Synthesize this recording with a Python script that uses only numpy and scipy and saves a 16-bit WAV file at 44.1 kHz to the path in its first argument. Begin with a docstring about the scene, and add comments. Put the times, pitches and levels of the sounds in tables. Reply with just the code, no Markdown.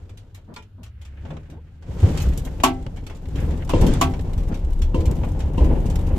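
"""A metal glider starts to roll over a grass airfield; stereo microphone in the rear seat, canopy closed.
From below, the wheel rumbles over the turf and bumps thump up through the tyre. All round, the hull
drums and booms, grass swishes, loose parts rattle and the airframe knocks. Close by, fittings click,
the controls scuff and a metal part clacks against its stop, twice hard and once softly.
Far ahead an engine speeds up before the roll, a low hum in here, with a faint dry rasp as it rises."""
import sys
import numpy as np
from scipy import signal
from scipy.fft import rfft, irfft
from scipy.io import wavfile

SR = 44100
rng = np.random.default_rng(int(sys.argv[2]) if len(sys.argv) > 2 else 0)


def dump(signal):
    """Clip the signal to [-1, 1] and save it as 16-bit WAV at the path in sys.argv[1]."""
    limited = np.clip(np.atleast_2d(signal).T, -1, 1)
    pcm = np.round(limited * 32767).astype(np.int16)
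    wavfile.write(sys.argv[1], SR, pcm)


N = 272538
TIME = np.arange(N) / SR
ROLL_START_S = 2.0

# ring of the cockpit: f/Hz, t60/s
COCKPIT_DECAY = [(150, 0.62), (400, 0.31), (1000, 0.18), (3000, 0.18), (7000, 0.13), (14000, 0.12)]
# likeness of the microphone's two sides: f/Hz, correlation
MIC_CORRELATION = [(100, .99), (200, .955), (330, .82), (650, .55), (1200, .42), (2500, .12), (8000, .08)]
# balance at the microphone: f/Hz, left minus right/dB
MIC_BALANCE = [(50, 1.4), (160, 0.9), (320, 2), (650, 6.5), (1100, -1), (2000, -1.5), (5000, -3),
               (12000, -2.5)]

# engine, far ahead: t/s, firing rate/Hz, level/dB
ENGINE_RUN = [(0, 49.8, -35.5), (0.151, 51.9, -40.5), (.22, 51.4, -51), (0.449, 52.1, -43),
              (0.718, 51.7, -45), (.9, 61.97, -36), (1.1, 68.05, -35.5), (1.3, 74.3, -38.5),
              (1.5, 75.1, -41), (1.798, 79.5, -45), (6.18, 82, -44.5)]
# its orders: multiple of the firing rate, level/dB
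ENGINE_ORDERS = [(0.501, -11), (0.751, -20), (1.001, 4), (1.25, -4.5), (1.751, -4), (1.999, -5.5)]
# what the closed canopy lets through of the hum: f/Hz, gain/dB
CANOPY_GAIN = [(25, -14), (38, -10), (52, -15.5), (68, -3.5), (88, 0), (103, 2), (122, -20), (155, 0.5),
               (200, -45)]

# noise spectra as heard from the seat: f/Hz, relative level/dB
AIR_SPECTRUM = [(20, -13.5), (100, 6.5), (150, -12.5), (250, -14.5), (400, -37.5), (750, -62), (1300, -30),
                (1620, -32), (1900, -45), (2800, -38), (4500, -44), (7500, -73), (9500, -53), (14000, -53)]
RASP_SPECTRUM = [(700, -21), (1600, -1), (2100, -4), (2800, -6), (3500, -16), (6000, -35)]
SCUFF_SPECTRUM = [(90, 1.5), (160, 16.5), (205, 14.5), (260, 12.5), (380, 3.5), (560, -1.5), (850, -2),
                  (1150, -10), (1500, -14), (2600, -34), (4500, -39), (9000, -75)]
CLICK_SPECTRUM = [(200, -7), (900, -1), (1600, -1.5), (3000, 3.5), (4600, -2.5), (7400, 0), (9300, -9),
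                  (14000, -10.5)]
KNOCK_SPECTRUM = [(80, 3), (250, 0.5), (520, 4.5), (720, -11), (950, -14), (1350, -33.5), (2000, -23),
                  (2900, -22.5), (4500, -28.5), (7500, -31.5), (14000, -55)]
CLACK_SPECTRUM = [(150, -30), (320, -3.5), (520, -22), (720, -1), (1000, 1.5), (1200, -6), (1400, -9.5),
                  (1800, -13), (2600, -5), (3500, -9), (4600, -13), (7200, -10.5), (9500, -16),
                  (14000, -15.5)]
GRASS_SPECTRUM = [(200, -6), (700, 11), (1500, 7), (2300, 3.5), (3200, 2.5), (4600, -3), (7400, -3.5),
                  (9200, -13), (14000, -43), (16000, -19)]
HULL_SPECTRUM = [(70, -41), (125, 2.5), (205, -1), (260, 0.5), (330, -3), (420, -6), (520, -7),
                 (690, -14.5), (810, -11.5), (950, -14.5), (1200, -26), (1700, -30), (3000, -33.5),
                 (8000, -80)]
PANEL_SPECTRUM = [(90, -20), (135, 7), (162, 10), (180, 2.5), (215, -19.5), (300, -45)]
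HEAVE_SPECTRUM = [(10, -17), (22, -7.5), (35, 3.5), (45, -5.5), (60, -14), (120, -81)]
TYRE_SPECTRUM = [(30, -60), (52, -0.5), (70, 6), (100, 2), (130, -14.5), (200, -22.5), (500, -116)]

# modes of the struck parts: f/Hz, relative level/dB, t60/s
LATCH_RING = [(440, -4, 0.13), (587, -25, 0.14), (886, -4, 0.2), (985, 1, 0.14), (1380, -2.5, .15),
              (1900, -13, 0.17), (2260, -4, 0.083), (2800, -21, 0.092), (3400, -8, 0.063), (4370, 2, 0.037)]
KNOCK_RING = [(169, 4.5, 0.088), (268.5, 7.5, 0.054), (323, -7, 0.81), (493, -18, 0.11), (925, -6.5, 0.13),
              (1010, -18, 0.59), (1036, -9, 0.071), (2740, -11, 0.041), (3120, -21.5, 0.14)]
CLACK_RING = [(259.5, 1, 0.47), (339, -10.5, 0.45), (380, -8, 0.46), (679, -7.5, 0.27), (784, -14, 0.46),
              (790, -35, 0.34), (993, -5.5, 0.11), (1026, -6.5, 0.084), (1130, -0.5, 0.15),
              (1317, -17.5, 0.27), (1574, -20, 0.24), (2030, -25, 0.29), (2180, -21, 0.2),
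              (2840, -22, 0.15), (3350, -60, 0.046), (3240, -37, 0.037), (7200, -4.5, 0.025)]

# two swells of faint rasp as the far engine speeds up, then brief scrapes: t/s, length/s, level/dB
RASPS_AND_SCRAPES = [(.9, 0.69, -61), (1.5, 0.65, -67.5), (2.32, 0.024, -44.5), (2.465, .03, -48.5),
                     (3.36, 0.11, -44), (3.5, .06, -53), (3.6, .04, -47)]
# scuffs of the controls, tufts brushing the hull: t/s, length/s, level/dB
SCUFF_STROKES = [(0.476, 0.073, -41), (0.778, 0.06, -44), (1.229, .17, -41), (1.298, 0.017, -45),
                 (1.48, 0.11, -46.5), (2.454, 0.03, -31.5), (4.486, 0.026, -30), (4.511, 0.024, -24.5),
                 (5.234, 0.027, -31.5)]
TUFT_STROKES = [(1.97, 0.33, -42), (3.72, .3, -38)]
# a short rising creak: t/s, f/Hz, level/dB
CREAK_GLIDE = [(1.488, 226, -68), (1.531, 280.5, -40), (1.559, 380.8, -50), (1.585, 436, -46.5),
               (1.61, 460, -62)]
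# loose fittings, close by: t/s, level/dB, treble tilt/(dB/octave), ring time factor
CLICK_HITS = [(.093, -48, -3, 0.68), (.173, -47, 0.5, 0.85), (0.3456, -44, 1, 0.98), (0.3732, -52, -7.5, 1),
              (.5393, -46, -.5, 0.66), (0.5613, -35.5, -3.5, .9), (.6223, -52.5, -2, .8),
              (0.8312, -44, 0, 1), (0.8609, -51, -3.5, 0.8), (1.0139, -49, -1, 0.96), (1.049, -48, -1, 1),
              (1.2511, -40.5, -8, 0.78), (1.3045, -34, -9, 0.65), (1.3674, -36.5, -8, 0.4),
              (1.4992, -51.5, 0, 0.98), (1.8234, -48, -5, 0.9), (2.173, -30.5, 0, 0.75),
              (2.1999, -32.5, -1, 0.91), (2.2197, -30.5, 11, .7), (2.3745, -30, 7.5, 0.58),
              (2.4493, -38, 5.5, .8), (2.6, -33.5, -5.5, 0.52), (2.8645, -30, -6.5, 0.2),
              (2.9686, -43, -4.5, 0.93), (3.0655, -38.5, -1, 0.67), (3.0967, -37.5, -7, 1),
              (3.1478, -49.5, -1, 0.96), (3.2558, -43.5, -4, 0.3), (3.3555, -39.5, -2.5, 1),
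              (3.81, -31.5, 4, 0.9), (3.8645, -29.5, 2.5, 0.88), (3.936, -28.5, 3.5, 0.35),
              (4.136, -34, -6, 0.66), (4.1928, -35.5, -5, 0.36), (4.333, -39.5, -0.5, 0.33),
              (4.377, -42.5, 0, 0.9), (4.52, -36, -8.5, 0.95), (4.5412, -40, -1.5, 0.87),
              (4.705, -42.5, 8, 0.25), (4.8175, -35.5, 0, 0.88), (5.005, -37.5, -1.5, 0.47),
              (5.0552, -37, 2.5, 0.75), (5.1116, -35, 4.5, .3), (5.2332, -29, -9, 0.66),
              (5.3918, -41.5, 3, .6), (5.4029, -36.5, -2.5, 0.69), (5.6423, -40, -0.5, 1),
              (5.8564, -41, 2, .65), (5.899, -36.5, 1.5, .7), (5.9565, -31.5, 2, 0.33),
              (6.065, -46.5, 2, 0.9)]
# dull knocks in the airframe: t/s, level/dB
KNOCK_HITS = [(3.736, -16), (4.945, -20), (5.5794, -21)]
# metal clacks: t/s, level/dB, low modes/dB, treble tilt/(dB/octave), all modes/dB
CLACK_HITS = [(2.6354, -9.5, -6, -1.5, -2), (3.6927, -23.5, 3, -2.7, -13), (4.0121, -14.5, -7, -1.5, 0)]

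# how hard the ground shakes the glider: t/s, level against steady rolling/dB
RIDE_ROUGHNESS = [(0, -18), (.9, -34), (1.3, -12.5), (1.6, -23.5), (1.82, -23), (1.9, -5.5), (2.0, -2.5),
                  (2.06, 4.5), (2.501, -4.5), (3.2, -11.5), (3.42, 3), (3.68, -3.5), (3.899, 3.5),
                  (4.15, -0.5), (4.85, -6.5), (5.05, 0.5), (5.45, -1), (5.718, 2.5), (6.18, 1.5)]
# hollows in the turf: t/s at the deepest, length/s, level/dB
TURF_HOLLOWS = [(2.308, 0.34, -26.5), (2.903, 1, -36.5), (3.836, 0.22, -15), (4.425, 0.25, -21.5),
                (4.81, 0.31, -17.5), (5.02, .1, -28), (5.7, .2, -19.5), (5.987, 0.27, -30)]
# jolts from below: t/s, level/dB, f/Hz, time to the crest/s, relative hull shudder/dB
WHEEL_JOLTS = [(1.285, -33.5, 149.7, 0.041, -19), (1.89, -22.5, 72, 0.014, -27.5),
               (2.023, -3, 91, 0.017, -17), (2.085, -23.5, 144, 0.014, -18),
               (2.247, -11, 63.66, 0.037, -19), (2.598, -19.5, 64.2, .008, -15),
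               (2.861, -21, 125, 0.0074, -21), (3.47, -15, 69.4, 0.034, -12), (3.74, -16, 97.5, .02, -7.5),
               (3.811, -7.5, 77.5, 0.0086, -2.5), (4.364, -14, 79, 0.011, -20),
               (4.629, -13.5, 61.8, 0.023, -42), (4.79, -15.5, 70.6, 0.042, -18.5),
               (4.975, -11.5, 78.6, 0.019, -23), (5.071, -5, 59.4, 0.0094, -16),
               (5.431, -12.5, 71.6, 0.023, -28), (5.599, -5.5, 65.2, .028, -11.5),
               (5.695, -14, 75, 0.016, -2.5), (6.125, -13, 70, 0.01, -13.5)]


def gain_of(db):
    """Decibels to amplitude."""
    return 10 ** (np.asarray(db) / 20)


def unit_rms(x):
    """Scales to rms 1."""
    return x / np.sqrt(np.mean(x ** 2) + 1e-20)


def read(points, hz):
    """Reads a table on a logarithmic frequency axis."""
    f, value = np.transpose(points)
    return np.interp(np.log(hz + 1), np.log(f + 1), value)


def add(mix, s, sound):
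    """Mixes a stereo sound in at time s."""
    part = mix[:, max(round(s * SR), 0):][:, :sound.shape[1]]
    part += sound[:, :part.shape[1]]


def wander(rate_hz):
    """Random drift of rms 1, mostly slower than rate_hz."""
    hz = np.fft.rfftfreq(N, 1 / SR)
    return unit_rms(irfft(rfft(rng.standard_normal(N)) * np.exp(-(hz / rate_hz) ** 2), N))


def diffuse(pair, spectrum, tilt_db=0):
    """Colours two unrelated noises into a field of rms 1 round the microphone, near mono in the bass."""
    hz = np.fft.rfftfreq(pair.shape[1], 1 / SR)
    mid, side = rfft(pair)
    likeness, lean = read(MIC_CORRELATION, hz), gain_of(read(MIC_BALANCE, hz) / 2)
    mid, side = mid * np.sqrt(1 + likeness), side * np.sqrt(1 - likeness)
    left_right = np.array([(mid + side) * lean, (mid - side) / lean])
    colour = gain_of(read(spectrum, hz) + tilt_db * np.log2(np.maximum(hz, 500) / 1000))
    return unit_rms(irfft(left_right * colour, pair.shape[1]))


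def steadied(x, span_s):
    """Takes the slow swells out of a noise and leaves its fast flutter."""
    power = signal.fftconvolve((x ** 2).mean(0), signal.windows.hann(int(span_s * SR) + 3), "same")
    return unit_rms(x / np.sqrt(abs(power) + 1e-9))


def impacts(per_s, spread_db, cap):
    """Impulses at random times, the largest cap * spread_db above the smallest."""
    sizes = gain_of(spread_db * np.minimum(rng.exponential(1, N), cap))
    return sizes * (rng.random(N) < per_s / SR)


def patter(per_s, spread_db, wash):
    """Countless tiny blows of uneven size over a smooth wash."""
    power = signal.lfilter([1], [1, -np.exp(-1 / (0.0064 * SR))], impacts(per_s, spread_db, cap=4) ** 2)
    return rng.standard_normal((2, N)) * (unit_rms(np.sqrt(power)) + wash)


def strokes(rows):
    """Gain of sounds that each swell and stop."""
    arches = ((np.clip((TIME - s) / length_s, 0, 1), db) for s, length_s, db in rows)
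    return sum(gain_of(db) * np.sqrt(4 * u * (1 - u)) for u, db in arches)


def shaken(level_db, follow, db_per_s):
    """Gain of a part that follows the ride by its own share and drifts up or down during the roll."""
    s, ride_db = np.transpose(RIDE_ROUGHNESS)
    rolled_s = np.maximum(TIME - ROLL_START_S, 0)
    return gain_of(level_db + follow * np.interp(TIME, s, ride_db) + db_per_s * rolled_s)


def burst(spectrum, tilt_db, ring, rise_s, crack, size=16000):
    """A blow scattered round the cockpit: a short crack, then a tail whose treble dies first."""
    t, hz = np.arange(size) / SR, np.fft.rfftfreq(size, 1 / SR)
    noise_bins = rfft(diffuse(rng.standard_normal((2, size)), spectrum, tilt_db))
    centres, t60s = np.transpose(COCKPIT_DECAY)
    bands = (irfft(noise_bins * read(np.c_[centres, one], hz), size) for one in np.eye(len(centres)))
    tail = sum(band * np.exp(-np.log(1000) * t / (t60 * ring)) for band, t60 in zip(bands, t60s))
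    return tail * (1 - np.exp(-t / rise_s)) * (1 + crack * np.exp(-t / 0.0013))


def ringing(modes, rise_cycles, low_db=0, size=16000):
    """Modes that build up and die; the high ones reach the microphone's two sides out of step."""
    t, out = np.arange(size) / SR, np.zeros((2, size))
    for hz, db, t60 in modes:
        spread = np.arccos(read(MIC_CORRELATION, hz)) * rng.choice([-1, 1]) / 2
        phase = 2 * np.pi * rng.random() + np.array([[spread], [-spread]])
        envelope = np.exp(-np.log(1000) * t / t60) * (1 - np.exp(-t * hz / rise_cycles))
        out += gain_of(db + low_db * (hz < 500)) * envelope * np.sin(2 * np.pi * hz * t + phase)
    return out


def still_air():
    """The faint, low room tone of the closed cockpit."""
    return gain_of(-48) * diffuse(rng.standard_normal((2, N)), AIR_SPECTRUM)


def engine():
    """Far ahead an engine rises from idle; its lowest orders pass the canopy as a hum."""
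    s, firing_hz, db = np.transpose(ENGINE_RUN)
    hz = np.interp(TIME, s, firing_hz) * (1 + 0.0076 * wander(4.1))
    cycles, hum = np.cumsum(hz) / SR, np.zeros(N)
    for order, order_db in ENGINE_ORDERS:
        gain = gain_of(order_db + read(CANOPY_GAIN, order * hz) + 1.36 * wander(20))
        hum += gain * np.sin(2 * np.pi * (order * cycles + rng.random()))
    return gain_of(np.interp(TIME, s, db)) * unit_rms(hum)


def rasp_and_scrapes():
    """A faint dry rasp as the far engine speeds up, then a few brief light scrapes."""
    grain = patter(per_s=150, spread_db=3.5, wash=0.4)
    return strokes(RASPS_AND_SCRAPES) * diffuse(grain, RASP_SPECTRUM)


def creak():
    """Stick and slip speeds up unevenly, with a weaker octave."""
    s, hz, db = np.transpose(CREAK_GLIDE)
    cycles = np.cumsum(np.interp(TIME, s, hz) * (1 + 0.1198 * wander(140))) / SR
    slips = np.sin(2 * np.pi * cycles) + 0.39 * np.sin(2 * np.pi * 2 * cycles)
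    return gain_of(np.interp(TIME, s, db, left=-120, right=-120)) * slips


def scuffs():
    """Brief rough rubs against the hull as the controls are moved."""
    grain = patter(per_s=200, spread_db=1.7, wash=0.43)
    return strokes(SCUFF_STROKES) * steadied(diffuse(grain, SCUFF_SPECTRUM), span_s=0.03)


def latch(at_s=0.563, level_db=-38):
    """A small latch snaps once and rings briefly."""
    out = np.zeros((2, N))
    add(out, at_s, gain_of(level_db) * ringing(LATCH_RING, rise_cycles=1.7))
    return out


def tick(tilt_db, ring, ripple_db=4.5):
    """One small fitting with its own resonances; near the microphone it rings less and cracks more."""
    hz = np.geomspace(200, 14000, num=260)
    colour = np.c_[hz, read(CLICK_SPECTRUM, hz) + ripple_db * rng.standard_normal(len(hz))]
    return burst(colour, tilt_db, ring, rise_s=0.0013, crack=1.64 * (1 - ring), size=6000)


def clicks():
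    """Single fittings click, a little left or right of the microphone."""
    out = np.zeros((2, N))
    for s, db, tilt_db, ring in CLICK_HITS:
        pan_db = rng.normal(0.7, 1.5)  # left minus right
        add(out, s, gain_of(db + np.array([[1], [-1]]) * pan_db / 2) * tick(tilt_db, ring))
    return out


def rattle(per_s=20, parts=8):
    """Once the wheel turns, loose parts from dull to bright chatter, harder on rougher ground."""
    out = np.zeros((2, N))
    for tilt_db in np.linspace(-2, 7, parts):
        blows = impacts(per_s / parts, spread_db=3, cap=2) * (TIME > ROLL_START_S)
        out += signal.oaconvolve(blows[None], tick(tilt_db, ring=0.42), axes=1)[:, :N]
    return out * shaken(level_db=-48, follow=0.45, db_per_s=-0.36)


def knocks():
    """Play in the airframe is taken up with a dull knock."""
    out = np.zeros((2, N))
    for s, db in KNOCK_HITS:
        scatter = gain_of(-3.5) * burst(KNOCK_SPECTRUM, tilt_db=0, ring=1.92, rise_s=0.00087, crack=0.15)
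        add(out, s, gain_of(db) * (scatter + ringing(KNOCK_RING, rise_cycles=0.19)))
    return out


def clacks():
    """Close by, a metal part hits its stop and rings through the hull."""
    out = np.zeros((2, N))
    for s, db, low_db, tilt_db, ring_db in CLACK_HITS:
        scatter = burst(CLACK_SPECTRUM, tilt_db, ring=0.91, rise_s=0.0014, crack=0.3)
        modes = gain_of(ring_db + 1.5) * ringing(CLACK_RING, rise_cycles=0.72, low_db=low_db)
        add(out, s, gain_of(db) * (scatter + modes))
    return out


def grass():
    """Just outside, grass swishes along the hull, louder in the tufts."""
    swish = diffuse(patter(per_s=240, spread_db=1.3, wash=0.41), GRASS_SPECTRUM)
    return swish * np.hypot(shaken(level_db=-48.5, follow=0.88, db_per_s=-1.7), strokes(TUFT_STROKES))


def hull_drum():
    """All round the microphone the shaken sheet metal drums, brighter with speed."""
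    blows = patter(per_s=160, spread_db=2.7, wash=0.75)
    dull, bright = diffuse(blows, HULL_SPECTRUM, tilt_db=-5), diffuse(blows, HULL_SPECTRUM, tilt_db=0.4)
    speed = np.interp(TIME, [ROLL_START_S, TIME[-1]], [0, 1])
    drum = steadied((1 - speed) * dull + speed * bright, span_s=0.31)
    return drum * shaken(level_db=-35, follow=0.95, db_per_s=0.49)


def panel_boom():
    """The big panels are shaken into a hollow, wavering boom."""
    boom = steadied(diffuse(rng.standard_normal((2, N)), PANEL_SPECTRUM), span_s=0.12)
    return boom * shaken(level_db=-32, follow=1.3, db_per_s=-0.9)


def heave():
    """The airframe sways on its wheel with a deep rumble, most of all through the hollows."""
    sway = steadied(diffuse(rng.standard_normal((2, N)), HEAVE_SPECTRUM), span_s=0.11)
    sinking = sum(gain_of(db) * np.exp(-(2 * (TIME - s) / length_s) ** 2)
                  for s, length_s, db in TURF_HOLLOWS)
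    return sway * np.hypot(shaken(level_db=-32, follow=0.78, db_per_s=2.0), sinking)


def bumps():
    """Each jolt bounces the glider on its tyre for a few cycles and shakes the hull."""
    out, t = np.zeros((2, N)), np.arange(SR // 2) / SR
    for s, db, hz, crest_s, shudder_db in WHEEL_JOLTS:
        swell = (t / crest_s * np.exp(1 - t / crest_s)) ** 2.4
        bounce = swell * np.sin(2 * np.pi * hz * t)
        shudder = burst(HULL_SPECTRUM, tilt_db=0, ring=1.24, rise_s=0.015, crack=0, size=len(t))
        add(out, s, gain_of(db) * (bounce + gain_of(shudder_db) * shudder))
    return out


def wheel(duck_db=-6):
    """Below the seat the tyre rumbles over the turf, dipping in each jolt as the bounce takes over."""
    rumble = steadied(diffuse(rng.standard_normal((2, N)), TYRE_SPECTRUM), span_s=0.35)
    bouncing = sum(np.exp(-((TIME - s - crest_s) / 0.03) ** 2) for s, _, _, crest_s, _ in WHEEL_JOLTS)
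    return rumble * shaken(level_db=-26.5, follow=1.1, db_per_s=0.44) * gain_of(duck_db * bouncing)


def scene():
    """Everything that reaches the microphone in the rear seat."""
    room_tone = still_air()
    rolling = heave() + wheel() + hull_drum() + grass() + panel_boom() + rattle() + bumps() + knocks()
    close_by = clacks() + latch() + clicks() + scuffs() + creak()
    return room_tone + rasp_and_scrapes() + engine() + rolling + close_by


def record(dry, edge_hz=14600):
    """The recorder's band limit and full scale."""
    lowpass = signal.firwin(255, edge_hz, window=("kaiser", 9), fs=SR)
    return np.clip(signal.oaconvolve(dry, lowpass[None], "same"), -1, 1)


dry = scene()
out = record(dry)
dump(out)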